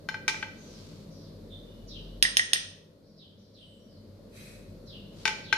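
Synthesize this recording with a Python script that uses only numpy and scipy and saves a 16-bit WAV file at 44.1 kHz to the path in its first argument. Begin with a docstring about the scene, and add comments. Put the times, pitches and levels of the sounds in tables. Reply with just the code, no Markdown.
"""A metal spoon skims foam off custard in a glass baking dish: it clinks against the wall, then the foam hisses.
The spoon is rapped clean three times on a rim off to the right; the recorder's gain sinks and creeps back.
Later something metal slides softly across the room, then the foam hisses and the dish clinks once more.
Throughout, a low rumble fills the kitchen and small birds call now and then, far off.
Knocks are cracks plus ringing modes, hisses are shaped noise, bird notes are gliding tones; rooms are echoes."""
import sys
import numpy as np
from scipy import signal
from scipy.fft import rfft, irfft
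from scipy.io import wavfile
from scipy.ndimage import uniform_filter1d, minimum_filter1d

SR = 44100
rng = np.random.default_rng(int(sys.argv[2]) if len(sys.argv) > 2 else 0)


def store_wav(level_fs):
    """Save 16-bit WAV to argv[1]."""
    pcm = np.round(np.clip(np.atleast_2d(level_fs), -1, 1) * 32767)
    wavfile.write(sys.argv[1], SR, pcm.T.astype(np.int16))


N = 245895  # length in samples

# how long the kitchen's echoes take to die by 60 dB: (f/Hz, decay time/s)
KITCHEN_DECAY = [(200, 1), (1500, 0.54), (3500, 0.55), (6000, 0.53), (9000, 0.42), (14000, 0.27)]


def gain_of(db):
    """Turns decibels into an amplitude factor."""
    return 10 ** (np.asarray(db) / 20)


def evened(x):
    """Scales a sound to an rms of 1."""
    return x / np.sqrt(np.mean(x ** 2) + 1e-20)


def read(points, hz):
    """Reads a table between its points, along a log-frequency axis."""
    f, value = np.transpose(points)
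    return np.interp(np.log(hz + 1), np.log(f + 1), value)


def add(mix, s, sound):
    """Adds a stereo sound to the mix at time s, in seconds."""
    part = mix[:, max(round(s * SR), 0):][:, :sound.shape[1]]
    part += sound[:, :part.shape[1]]


def panned(db):
    """Left and right gains for a level difference; positive leans left."""
    return gain_of([[db / 2], [-db / 2]])


def wander(rate_hz):
    """Slow random motion of rms 1: noise with its fast part smoothed away."""
    hz = np.fft.rfftfreq(N, 1 / SR)
    slow = rfft(rng.standard_normal(N)) * np.exp(-(hz / rate_hz) ** 2)
    return evened(irfft(slow, N))


def causal(db, size=4096):
    """The sharpest click with a given spectrum: minimum phase packs its energy at the start."""
    log_gain = np.log(gain_of(np.concatenate([db, db[-2:0:-1]])))
    spectrum = np.exp(np.conj(signal.hilbert(log_gain)))[:len(db)]
    return irfft(spectrum)[:size // 2]


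def room(x, t60s, early_db, early_s, gap_s):
    """Sparse reflections of random sign: strong early ones from near surfaces, then a tail dying band by band."""
    taps = np.zeros((2, SR))
    # one reflection at a random place in every 10 samples
    at = np.arange(0, SR - 10, 10) + rng.integers(0, 10, (2, (SR - 1) // 10))
    np.put_along_axis(taps, at, rng.choice([-1., 1.], at.shape), 1)
    hz, t, bands = signal.stft(taps, SR, nperseg=256)
    decay = gain_of(-60 * t / read(t60s, hz)[:, None])
    tail = signal.istft(bands * decay, SR, nperseg=256)[1]
    t = np.arange(tail.shape[1]) / SR
    early = 1 + gain_of(early_db) * np.exp(-t / early_s)
    tail = tail / np.linalg.norm(tail[0]) * early * (t > gap_s)
    return signal.fftconvolve(x, tail, axes=1)[:, :N]


def drone():
    """A deep, wavering tone that swells from its resting level and sinks back."""
    # (peak t/s, level/dB, rise/(dB/s), fall/(dB/s))
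    swells = [(2.22, -45.5, 19, 60), (4.65, -57, 21.5, 10)]
    pitch_hz, rest_db, waver_db = 42.4, -67, 2
    t = np.arange(N) / SR
    level = gain_of(rest_db)
    for s, db, rise, fall in swells:
        level = level + gain_of(db - np.maximum(rise * (s - t), fall * (t - s)))
    hz = pitch_hz * (1 + 0.013 * wander(3))
    tone = np.sqrt(2) * np.sin(2 * np.pi * np.cumsum(hz) / SR)
    return level * gain_of(waver_db * wander(rate_hz=4)) * tone


def hum():
    """Steady pitches that waver: each carrier is blurred by slow random motion."""
    # (f/Hz, level/dB)
    hum_lines = [(97, -55), (158, -57), (199, -59), (218, -60), (298, -66)]
    t = np.arange(N) / SR
    total = np.zeros(N)
    for f, db in hum_lines:
        motion = wander(8) + 1j * wander(8)
        total += gain_of(db) * (motion * np.exp(2j * np.pi * f * t)).real
    return total


def rumble():
    """Low rumble with faint hiss: noise coloured band by band, its level slightly patchy."""
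    # colour of the noise: (f/Hz, relative level per Hz/dB)
    noise_colour = [(24, -42), (45, -10), (75, -15), (100, -4), (135, -6), (220, -4), (330, -9), (570, -7),
                    (760, -26), (1100, -26), (1700, -32), (2800, -37), (4300, -28), (5600, -36),
                    (7500, -42), (14000, -41)]
    # how alike the left and right sides are: (f/Hz, likeness from 0 to 1)
    likeness = [(40, 0.82), (140, 0.83), (280, 0.89), (600, 0.52), (1200, 0.1), (8000, 0.055)]
    frames, hz = N // 512 + 5, np.fft.rfftfreq(2048, 1 / SR)
    a, b, c, d, patches = rng.standard_normal((5, frames, len(hz)))
    patches = uniform_filter1d(patches, size=10, axis=0)
    patches = evened(uniform_filter1d(patches, size=8, axis=1))
    same = np.clip(read(likeness, hz), -1, 1)
    left = a + 1j * b
    right = same * left + np.sqrt(1 - same ** 2) * (c + 1j * d)
    bands = np.array([left, right]) * gain_of(read(noise_colour, hz) + 0.77 * patches)
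    return evened(signal.istft(bands.transpose(0, 2, 1), nperseg=2048, noverlap=1536)[1][:, :N])


def background():
    """Rumble, hum and drone together, leaning slightly left."""
    return panned(1.2) * (gain_of(-50.0) * rumble() + hum() + drone())


def birds():
    """Diving chirps and drooping whistles: fluttering sine tones, far off and heard only as echo."""
    # one bird repeats a buzzy chirp that dives and levels off:
    # (t/s, length/s, start f/Hz, end f/Hz, level before the echo/dB)
    chirps = [(1.868, .125, 5700, 2750, -57), (3.157, .1, 5300, 2750, -57.5),
              (3.525, .13, 4900, 2850, -58.5), (4.855, .13, 5100, 2750, -59.5),
              (5.422, .15, 4800, 2850, -58)]
    # thin whistles, held and then dropped:
    # (t/s, length/s, f/Hz, drop as share of the pitch, buzz from 0 to 1, level before the echo/dB)
    whistles = [(.56, .14, 6300, .03, .035, -71), (.66, .14, 5600, .25, .11, -70),
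                (1.09, .2, 5100, .2, .14, -71), (1.492, .068, 3650, .03, .055, -58),
                (1.64, .2, 2960, .01, .02, -79), (3.02, .15, 4900, .03, .1, -72),
                (3.36, .13, 4900, .13, .14, -70), (3.56, .22, 8800, .1, .06, -78),
                (3.63, .117, 3055, .0088, .015, -67), (3.775, .1, 5680, .01, .025, -77),
                (3.87, .12, 4950, .24, .04, -71)]
    # how long the outdoor echoes take to die by 60 dB: (f/Hz, decay time/s)
    yard_decay = [(2000, .65), (4000, .95), (8000, .65)]
    dive_s, dive_hold = .05, 1.4  # speed of a chirp's dive; a higher power delays it
    chirp_buzz, buzz_fade_s = 0.135, .085  # pitch flutter at the start, and how fast it clears
    whistle_hold = 2  # a higher power holds the pitch longer before the drop
    attack_s, release_s = 0.022, 0.025
    song, waver = np.zeros((2, N)), wander(rate_hz=590)

    def sing(s, t, hz, buzz, db):
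        """One note: a fluttering sine with attack, hold and release."""
        hz = hz * (1 + buzz * np.roll(waver, -round(s * SR))[:len(t)])
        shape = np.minimum(t / attack_s, 1) * np.minimum((t[-1] - t) / release_s, 1)
        note = gain_of(db) * shape * np.sin(2 * np.pi * np.cumsum(hz) / SR)
        add(song, s, np.array([note, note]))

    for s, length, start_hz, end_hz, db in chirps:
        t = np.arange(0, length, 1 / SR)
        hz = end_hz + (start_hz - end_hz) * np.exp(-(t / dive_s) ** dive_hold)
        sing(s, t, hz, chirp_buzz * np.exp(-t / buzz_fade_s), db)
    for s, length, pitch_hz, drop, buzz, db in whistles:
        t = np.arange(0, length, 1 / SR)
        hz = pitch_hz * (1 - drop * (t / length) ** whistle_hold)
        sing(s, t, hz, buzz, db)
    return gain_of(11) * room(song, yard_decay, early_db=-2, early_s=0.035, gap_s=0.00033)


def slide():
    """Metal slides softly over metal across the room: friction hiss sings in a row of narrow modes."""
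    # the one stroke: (start t/s, rise/s, hold/s, fall/(dB/s), direct level/dB)
    start, rise, hold, fall_db_per_s, db = (4.285, .08, .12, 90, -53)
    # colour of the friction: (f/Hz, relative level per Hz/dB)
    hiss_colour = [(500, -20), (1200, -6), (1800, 2), (2500, 5), (3000, -8), (4200, 1), (6000, -6),
                   (7100, -12), (7800, -6), (10000, -8), (14000, -13)]
    # modes that sing: (f/Hz, level over the hiss/dB)
    singing_modes = [(2540, 8), (3175, 8), (3910, 10), (5990, 11), (6290, 14), (6910, 13), (7560, 12),
                     (7970, 11), (8750, 10), (9650, 12), (10000, 13), (11000, 15), (11600, 12), (12000, 10)]
    width_hz = 22
    t, hz = np.arange(N) / SR, np.fft.rfftfreq(N, 1 / SR)
    singing = sum(gain_of(mode_db) / (1 + 2j * (hz - f) / width_hz) for f, mode_db in singing_modes)
    colour = gain_of(read(hiss_colour, hz)) * (1 + singing)
    rub = evened(irfft(rfft(rng.standard_normal((2, N))) * colour, N))
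    onset = np.clip((t - start) / rise, 0, 1) ** 2
    fade_db = fall_db_per_s * np.maximum(t - start - rise - hold, 0)
    direct = rub * onset * gain_of(db - fade_db)
    return direct + gain_of(-3) * room(direct, KITCHEN_DECAY, early_db=-6, early_s=.02, gap_s=.004)


def foam(bursts_per_s=6000):
    """Countless tiny bubbles burst while the spoon pushes or lifts the foam: random clicks merge into a hiss."""
    # (peak t/s, rise/s, fall/s, level/dB)
    pushes = [(.8, 0.27, 0.26, -56.5), (5.24, 0.087, 0.037, -54)]
    # colour of the hiss: (f/Hz, relative level per Hz/dB)
    fizz_colour = [(500, -14), (950, -2), (1700, -10), (4500, 0), (8000, -12), (14000, -26)]
    t, hz = np.arange(N) / SR, np.fft.rfftfreq(N, 1 / SR)
    bursts = rng.standard_normal((2, N)) * (rng.random((2, N)) < bursts_per_s / SR)
    fizz = evened(irfft(rfft(bursts) * gain_of(read(fizz_colour, hz)), N))
    level = np.zeros(N)
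    for s, rise, fall, db in pushes:
        level += gain_of(db) * np.exp(-np.maximum((s - t) / rise, (t - s) / fall) ** 2)
    return fizz * level


def blows(rows, modes, main_hz, crack, lean, crack_db, shiver_db, shiver_s, right_lead_ms, path_spread_s,
          wet_db, main_wet_db, early_db, early_s):
    """Each blow is a crack plus ringing modes; a softer contact leaves the high ones quiet."""
    in_step_hz, ring_attack_s = 3600, .0002  # modes well below this pitch start in step, higher ones at random
    direct, sent = np.zeros((2, N)), np.zeros((2, N))
    t, hz = np.arange(SR) / SR, np.fft.rfftfreq(4096, 1 / SR)
    mode_hz, mode_db, t60 = np.transpose(modes)
    decay = gain_of(mode_db[:, None] - 60 * t / t60[:, None])
    rings = decay * np.exp(2j * np.pi * mode_hz[:, None] * t) * (1 - np.exp(-t / ring_attack_s))
    is_main, is_high = abs(mode_hz / main_hz - 1) < .07, mode_hz > 4000
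    left_lag_ms, right_lag_ms = max(right_lead_ms, 0), max(-right_lead_ms, 0)

    for s, db, bright_hz, hard_db, main_db, high_db in rows:
        def contact_db(f):
            """Treble lost to a soft contact."""
            return -10 * np.log10(1 + (f / bright_hz) ** 4)

        # close pairs of low modes start in step and then beat
        phase = (mode_hz / in_step_hz) ** 2 * rng.standard_normal(len(modes))
        path_s = path_spread_s * rng.standard_normal((2, 1))  # to each microphone
        turn = np.exp(1j * (phase - 2 * np.pi * mode_hz * path_s))
        # the contact weights the modes
        weight = gain_of(contact_db(mode_hz) + main_db * is_main + high_db * is_high) * turn
        main = ((weight * is_main) @ rings).real
        others = ((weight * ~is_main) @ rings).real
        # bending waves cross the object a few times, drawing the crack out into a shiver of milliseconds
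        shiver = rng.standard_normal((2, len(t))) * np.exp(-t / shiver_s)
        shiver *= gain_of(shiver_db) / np.sqrt(shiver_s * SR / 2)
        shiver[:, 0] += 1
        click = causal(read(crack, hz) + contact_db(hz) + crack_db + hard_db)
        clatter = others + signal.oaconvolve(shiver, click[None], axes=1)[:, :len(t)]
        # the main ring is heard mostly direct, so its beats stay deep
        add(sent, s, gain_of(db) * (clatter + gain_of(main_wet_db) * main))
        for ear, lag_ms in zip(np.eye(2), (left_lag_ms, right_lag_ms)):
            add(direct, s + lag_ms / 1000, gain_of(db) * ear[:, None] * (clatter + main))

    lean_db = read(lean, np.fft.rfftfreq(2 * N, 1 / SR))
    direct = irfft(rfft(direct, 2 * N) * gain_of([lean_db / 2, -lean_db / 2]))[:, :N]
    return direct + gain_of(wet_db) * room(sent, KITCHEN_DECAY, early_db, early_s, gap_s=.002)


def rim_raps():
    """The steel spoon is rapped on a rim to the right: sharp cracks, each with a rebound, and fluttering modes."""
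    # raps and rebounds: (t/s, relative level/dB, contact brightness f/Hz,
    # crack boost/dB, main mode boost/dB, high mode boost/dB)
    raps = [(2.2259, -8, 10500, 1, 0, 1), (2.2515, -20.5, 4500, -14, 13.5, -2),
            (2.3698, -7.5, 10000, 2, -1.5, 0), (2.3949, -11, 3900, -7, 7.5, -2),
            (2.5333, -9, 11500, 4.5, 0, 2), (2.55945, -24, 3500, -16, 11, 0)]
    # modes of the spoon, in close clusters that flutter: (f/Hz, relative level/dB, time to die by 60 dB/s)
    spoon_modes = [(1877, -13, .085), (1913, -14, .095), (1952, -16, .07), (1800, -22, .07),
                   (3396, -21, .06), (5266, -12.5, .11), (8725, -4, .035), (8795, -8, .05),
                   (10260, -19, .05), (13350, -21, .05), (14150, -23, .09), (4150, -17, .035),
                   (4830, -16, .05), (4980, -16, .05), (5120, -18, .04), (5450, -17, .04),
                   (6450, -13, .025), (8400, -14, .03), (8600, -11, .03), (8920, -15, .035),
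                   (9170, -19, .05), (10080, -22, .035), (10430, -23, .035), (10750, -21, .04),
                   (13180, -25, .04), (13520, -24, .04)]
    # colour of the first crack of contact: (f/Hz, relative level/dB)
    rim_crack = [(100, -36), (700, -19), (1250, -20), (2200, -8), (3000, -1), (3600, -1), (4500, -8),
                 (5200, -4.5), (6400, -5), (7600, -27), (8500, -12), (9700, -26), (10600, -18),
                 (11800, -35), (13500, -26), (15000, -31)]
    # how far the direct sound leans left; negative leans right: (f/Hz, left-right difference/dB)
    rim_lean = [(1900, -3.5), (4000, -2), (9000, -3)]
    return blows(raps, spoon_modes, 1914, rim_crack, rim_lean, crack_db=29.5, shiver_db=-9, shiver_s=.0018,
                 right_lead_ms=.31, path_spread_s=.00002, wet_db=-8.5, main_wet_db=-1,
                 early_db=-5, early_s=.014)


def dish_clinks():
    """The spoon clinks on the filled glass dish: hard knocks, then chatter, and low modes beating in pairs."""
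    # knocks: (t/s, relative level/dB, contact brightness f/Hz,
    # crack boost/dB, main mode boost/dB, high mode boost/dB)
    clinks = [(.0880, -24, 4200, 5, 2.5, 1.5), (.1432, -27.5, 2800, 1, 1.5, 2),
              (.2799, -17.5, 6000, 14, -3.5, -7), (.2895, -26, 5200, 14, -6, -6),
              (.2965, -28, 5200, 14, -10, -6), (.3432, -29, 2600, 2, -1, -6),
              (.4272, -24, 3500, 2.5, -.5, -4), (.930, -60, 9000, 6, -6, 0),
              (5.2544, -15, 5400, 10, -3.5, -8), (5.269, -31, 4500, 15, -8, -10),
              (5.2775, -18.5, 4800, 12, -6, -9), (5.2925, -26, 3200, 10, -6, -10),
              (5.5269, -13.5, 3500, 9, 2, 4)]
    # modes of the filled dish, a faint slow pair lingers: (f/Hz, relative level/dB, time to die by 60 dB/s)
    dish_modes = [(872, -20, .18), (903, -21, .12), (1547, -9.5, .075), (1567, -8, .085), (1557, -32, 1.15),
                  (1566.5, -32, 1.15), (1935, -15, .06), (1965, -16, .06), (2006, -14, .08),
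                  (2043, -14.5, .08), (2336, -10, .06), (2374, -13, .05), (2342, -39, .8), (440, -23, .06),
                  (1335, -20, .05), (2130, -17, .04), (2620, -19, .03), (2900, -15, .04), (3030, -11, .06),
                  (3300, -16, .035), (3610, -15, .05), (4130, -13, .04), (4260, -11, .05), (4900, -18, .04),
                  (5330, -13, .06), (5720, -16, .035), (6060, -13, .035), (6700, -14, .03),
                  (9200, -17, .04), (10300, -16, .04), (13600, -19, .05), (14100, -17, .08)]
    # colour of the first crack of contact: (f/Hz, relative level/dB)
    dish_crack = [(100, -32), (450, -19), (750, -24), (1350, -17), (1760, -22), (1980, -8), (2350, -1.5),
                  (2750, -8), (3300, -10.5), (6200, -7), (8200, -18), (10500, -12), (12300, -24),
                  (15000, -21)]
    # how far the direct sound leans left; negative leans right: (f/Hz, left-right difference/dB)
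    dish_lean = [(900, 6), (1550, 9), (2100, 2), (4000, 3.5), (9000, -1)]
    return blows(clinks, dish_modes, 1556, dish_crack, dish_lean, crack_db=15, shiver_db=5, shiver_s=.005,
                 right_lead_ms=-.045, path_spread_s=.00003, wet_db=-6, main_wet_db=-1.5,
                 early_db=0, early_s=.014)


def scene():
    """Background, birds, sliding metal, foam, rim raps and dish clinks together."""
    return background() + birds() + slide() + foam() + rim_raps() + dish_clinks()


def record(dry, limit_db=-17, depth_db=9.5, hold_s=0.73, attack_s=0.42, recovery_db_per_s=13):
    """Loud, bright sound turns the gain down; it holds, then creeps back. Then soft overload and the band limit."""
    edge_hz = 14500
    steps = np.diff(dry, prepend=0)  # sample-to-sample steps favour bright sound
    power = abs(uniform_filter1d((steps ** 2).mean(0), size=64))
    level_db = 10 * np.log10(power + 1e-12)
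    wanted_db = depth_db * np.clip((level_db - limit_db) / 5, 0, 1)
    hold = 2 * round(hold_s * SR / 2) + 1
    # the largest cut wanted during the hold time just past
    held_db = -minimum_filter1d(-wanted_db, hold, origin=hold // 2, mode="constant")
    fall = np.arange(N) * recovery_db_per_s / SR
    creeping_db = np.maximum.accumulate(held_db + fall) - fall
    r = np.exp(-1 / (attack_s * SR))
    cut_db = signal.lfilter([1 - r], [1, -r], creeping_db)  # the gain moves gradually
    limited = .92 * np.tanh(dry / gain_of(cut_db) / .92)
    low_pass = signal.firwin(161, edge_hz, window=("kaiser", 8), fs=SR)
    return signal.oaconvolve(limited, low_pass[None], "same", axes=1)


dry = scene()
out = record(dry)
store_wav(out)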